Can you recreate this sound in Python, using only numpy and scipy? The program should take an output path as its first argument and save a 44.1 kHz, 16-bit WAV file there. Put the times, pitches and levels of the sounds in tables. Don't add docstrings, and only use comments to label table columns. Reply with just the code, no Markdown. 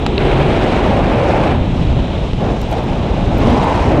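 import sys
import numpy as np
from scipy import signal
from scipy.fft import rfft, irfft
from scipy.io import wavfile
from scipy.ndimage import uniform_filter1d, minimum_filter1d

SR = 44100
rng = np.random.default_rng(int(sys.argv[2]) if len(sys.argv) > 2 else 0)


def file_out(sig):
    cols = np.atleast_2d(sig).T
    lim = np.clip(cols, -1, 1)
    pcm = np.round(lim * 32767).astype(np.int16)
    wavfile.write(sys.argv[1], SR, pcm)


N = 176400
EDDY_RATE_HZ, IMPACT_RISE_S = 28, 0.00011

# t/s, level/dB
SPRAY_LEVEL = [(0, -49), (.16, -58), (.22, -49.5), (.8, -44.5), (1.12, -49), (1.3, -44.5), (1.52, -48.5),
               (1.6, -58), (1.8, -47.5), (2, -53.5), (2.45, -47.5), (3.28, -48.5), (3.5, -42),
               (3.72, -42.5), (3.87, -41.5), (3.95, -48)]
# f/Hz, level/dB
FABRIC_SPECTRUM = [(700, 1), (1800, 3), (2600, 8), (4000, -3), (6000, -17), (9500, -16), (11500, -24),
                   (15000, -30)]


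def wind():
    # t/s, level/dB
    rumble_level = [(0, -18), (.12, -16.5), (.35, -15.5), (.8, -17.5), (.97, -14), (1.3, -16.5),
                    (1.6, -14.5), (1.8, -14), (1.99, -11.5), (2.05, -18), (2.43, -15.5), (2.75, -18.5),
                    (3.1, -15.5), (3.48, -12), (3.66, -19), (3.88, -12), (4, -16)]
    buffet_level = [(0, -21), (.16, -23), (.22, -16.5), (.95, -13.5), (1.06, -15), (1.5, -15),
                    (1.66, -24.5), (1.95, -23), (2.23, -23), (2.37, -30), (2.42, -17.5), (2.5, -17),
                    (2.64, -27), (2.75, -20.5), (3.28, -20), (3.48, -14), (3.82, -18), (4, -12.5)]
    sputter_level = [(0, -49), (.16, -36), (.22, -26.5), (.65, -26.5), (1.05, -28.5), (1.3, -26.5),
                     (1.52, -28), (1.61, -40.5), (2.36, -54), (2.47, -35), (2.63, -45), (2.76, -38),
                     (3.28, -41.5), (3.5, -31), (3.8, -27.5), (4, -31.5)]
    # f/Hz, level/dB
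    rumble_spectrum = [(10, -27), (22, -4), (50, 0.5), (100, -2), (170, -6), (260, -11.5), (400, -20.5),
                       (900, -47)]
    buffet_spectrum = [(60, -25), (140, -4.5), (240, -1.5), (380, -3), (550, -3), (820, -6), (1050, -13),
                       (1400, -21), (2200, -28.5), (5000, -67)]
    sputter_spectrum = [(500, -23), (1100, -3.5), (1400, 0), (1800, -3), (2500, -1), (3100, -7),
                        (3800, -12), (4600, -20.5), (6300, -36), (8700, -31), (11500, -50)]
    spray_spectrum = [(2500, -26), (4000, 0.5), (5200, 1), (6500, -4), (8700, -13.5), (10500, -19.5),
                      (12500, -30.5), (15000, -43)]
    rumble_flutter_db, sputter_flutter_db, spray_flutter_db, grain_db = 0.2, 0.9, 1.26, 2.5
    eddies, flow = walk(EDDY_RATE_HZ), curve(buffet_level)
    buffet_flutter_db = 0.35 * (flow.max() / flow) ** 0.84
    rumble = sustained(noise(rumble_spectrum)) * undb(rumble_flutter_db * walk(EDDY_RATE_HZ))
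    pressure = sustained(noise(buffet_spectrum))
    buffet = pressure * undb(buffet_flutter_db * eddies)
    grain = undb(grain_db * pressure)
    grain /= np.sqrt(np.mean(grain ** 2))
    sputter = noise(sputter_spectrum) * grain * undb(sputter_flutter_db * eddies)
    spray = noise(spray_spectrum) * grain * undb(spray_flutter_db * eddies)
    return (rumble * curve(rumble_level) + buffet * flow
            + sputter * curve(sputter_level) + spray * curve(SPRAY_LEVEL))


def hoots():
    vortices = [(0.323, 0.4, 377, -18.5), (0.41, 0.2, 137, -15.5), (1.323, 0.21, 566, -19),
                (1.338, 0.16, 860, -23), (1.548, 0.038, 264, -18.5), (2.74, 0.11, 760, -23),
                (3.511, 0.086, 246, -11.5), (3.691, 0.27, 900, -18), (3.952, 0.15, 312, -15.5)]
    f, out = np.arange(N // 2 + 1) * SR / N, 0
    for centre_s, length_s, hz, db in vortices:
        half_width_hz = 0.18 * hz
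        band = irfft(rfft(rng.standard_normal(N)) / (1 + ((f - hz) / half_width_hz) ** 2), N)
        out += sustained(band, window_samples=3000) * undb(db) * swell(centre_s, length_s)
    return out


def thumps():
    # t/s, f/Hz, level/dB
    large_eddies = [(1.616, 85, -9), (1.635, 277.3, -16), (1.79, 105, -12), (1.815, 150.6, -8.5),
                    (1.885, 110.9, -8), (1.917, 71.2, -7.5), (1.968, 88, -13), (1.998, 56.1, -9)]
    t, out = np.arange(N) / SR, 0
    wander_rad = 0.66 * walk(EDDY_RATE_HZ)
    for centre_s, hz, db in large_eddies:
        phase_rad = 2 * np.pi * hz * t + wander_rad + rng.uniform(0, 2 * np.pi)
        out += undb(db) * swell(centre_s, length_s=0.016) * np.sin(phase_rad)
    return out


def knocks():
    # t/s, level/dB, mode tilt/(dB/octave)
    strikes = [(.064, 1, -1.5), (0.0697, -28, 12), (2.333, -15.5, -8), (2.408, -17, -9.5),
               (2.502, -18, -2.5), (2.783, -22, -4), (3.508, -18, -1)]
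    # f/Hz, level/dB, t60/s
    housing_modes = [(433, -14, 0.052), (854, 0, 0.015), (1510, -2, .0065), (2420, -10, 0.018),
                     (2640, -11, 0.01), (4000, -8, .012), (5090, -13.5, .01), (7400, -18, 0.0086)]
    # f/Hz, level/dB
    crack_spectrum = [(300, 6), (900, 2), (2700, -7), (4000, -13), (7500, -30), (11000, -34), (15000, -50)]
    crack, out = undb(-4) * noise(crack_spectrum), 0
    for start_s, db, tilt in strikes:
        housing = ring(start_s, housing_modes, IMPACT_RISE_S, tilt)
        out += undb(db) * (housing + crack * burst(start_s, t60_s=0.012))
    return out


def snap():
    # f/Hz, level/dB, t60/s
    fastener_modes = [(2140, -3, 0.0095), (2670, 0, .011), (3900, 1, 0.0063), (4110, -4.5, 0.0062)]
    return undb(-4) * ring(start_s=0.1795, modes=fastener_modes, rise_s=0.00049)


def hiss():
    # t/s, level/dB
    hiss_level = [(0, -32.5), (.7, -31), (1.2, -37.5), (1.62, -34.5), (1.8, -33.5), (2.18, -32),
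                  (2.33, -35.5), (2.8, -35.5), (3.2, -34.5), (3.55, -31), (4, -44.5)]
    # f/Hz, level/dB
    hiss_spectrum = [(500, 1.5), (1200, -2.5), (1800, -5), (2600, 1.5), (3200, 0), (3900, -2), (4600, -17),
                     (6500, -22), (8500, -27), (12000, -47)]
    waver_db = 0.66
    return noise(hiss_spectrum) * curve(hiss_level) * undb(waver_db * walk(rate_hz=23))


def ticks():
    # t/s, relative level/dB, metal trim/dB
    contacts = [(2.6135, -27, -2), (2.616, -28, -3), (2.689, -44, 0), (2.7125, -29, 3), (2.721, -34, -6),
                (2.729, -29, -14), (2.741, -36, -10), (2.835, -41, 1), (2.839, -42, 4), (3.383, -30, 6),
                (3.643, -25, -14), (3.699, -31, -26)]
    # f/Hz, level/dB
    contact_spectrum = [(2000, -6), (4500, 2), (6500, -2), (9300, -9), (11500, -19), (15000, -25)]
    metal_spectrum = [(10500, -22), (12000, -10), (12800, 0), (14300, -7), (15700, -20)]
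    contact, metal = 0.5 * noise(contact_spectrum), 0.25 * noise(metal_spectrum)
    return sum(undb(db) * (contact + undb(metal_db) * metal) * burst(start_s, t60_s=0.014)
               for start_s, db, metal_db in contacts)


def scrapes():
    strokes = [(2.61, .012, -36), (2.72, 0.033, -31), (2.783, 0.017, -32), (3.206, .02, -42),
               (3.506, 0.0087, -26)]
    grain_db = 9
    fabric = noise(FABRIC_SPECTRUM) * undb(grain_db * walk(rate_hz=402))
    envelope = sum(undb(db) * swell(centre_s, length_s) for centre_s, length_s, db in strokes)
    return fabric / fabric.std() * envelope


def crackles():
    start_s, end_s, rate_hz = 2.8, 3.9, 28
    cloth = noise(FABRIC_SPECTRUM) * curve(SPRAY_LEVEL) * undb(2)
    count = int(rate_hz * (end_s - start_s))
    return cloth * sum(burst(rng.uniform(start_s, end_s), t60_s=0.006) * rng.uniform(0, 2)
                       for _ in range(count))


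def undb(db):
    return 10 ** (np.asarray(db) / 20)


def curve(rows):
    return undb(np.interp(np.arange(N) / SR, *np.array(rows).T))


def noise(spectrum):
    hz, db = np.array(spectrum).T
    log_f = np.log(np.maximum(np.arange(N // 2 + 1) * SR / N, 1))
    beyond = np.maximum(log_f - np.log(hz[-1]), 0) + np.maximum(np.log(hz[0]) - log_f, 0)
    gain = undb(np.interp(log_f, np.log(hz), db)) * np.exp(-2 * beyond)
    x = irfft(rfft(rng.standard_normal(N)) * gain, N)
    return x / x.std()


def walk(rate_hz):
    f = np.arange(N // 2 + 1) * SR / N
    x = irfft(rfft(rng.standard_normal(N)) * f / (f + 2) / (1 + (f / rate_hz) ** 2), N)
    return x / x.std()


def sustained(x, window_samples=5000):
    power = uniform_filter1d(x ** 2, window_samples)
    return x / np.sqrt(uniform_filter1d(power, window_samples // 2))


def ring(start_s, modes, rise_s, tilt_db_per_octave=0):
    age_s = np.maximum(np.arange(N) / SR - start_s, 0)
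    x = sum(undb(db + tilt_db_per_octave * np.log2(hz)) * np.sin(2 * np.pi * hz * age_s)
            * burst(start_s, t60_s, rise_s) for hz, db, t60_s in modes)
    return x / np.abs(x).max()


def burst(start_s, t60_s, rise_s=IMPACT_RISE_S):
    age_s = np.maximum(np.arange(N) / SR - start_s, 0)
    return (1 - np.exp(-(age_s / rise_s) ** 2)) * np.exp(-np.log(1000) * age_s / t60_s)


def swell(centre_s, length_s):
    return np.exp(-2 * ((np.arange(N) / SR - centre_s) / length_s) ** 2)


def scene():
    return (wind() + hoots() + hiss() + knocks() + snap() + ticks() + scrapes()
            + thumps() + crackles())[None]


def record(dry):
    ceiling, window_samples, cutoff_hz = 0.88, 201, 15800
    gain = np.minimum(1, ceiling / (np.abs(dry) + 1e-9))
    gain = uniform_filter1d(minimum_filter1d(gain, window_samples), window_samples)
    return signal.sosfilt(signal.ellip(8, 0.2, 70, cutoff_hz, fs=SR, output="sos"), dry * gain)


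dry = scene()
out = record(dry)
file_out(out)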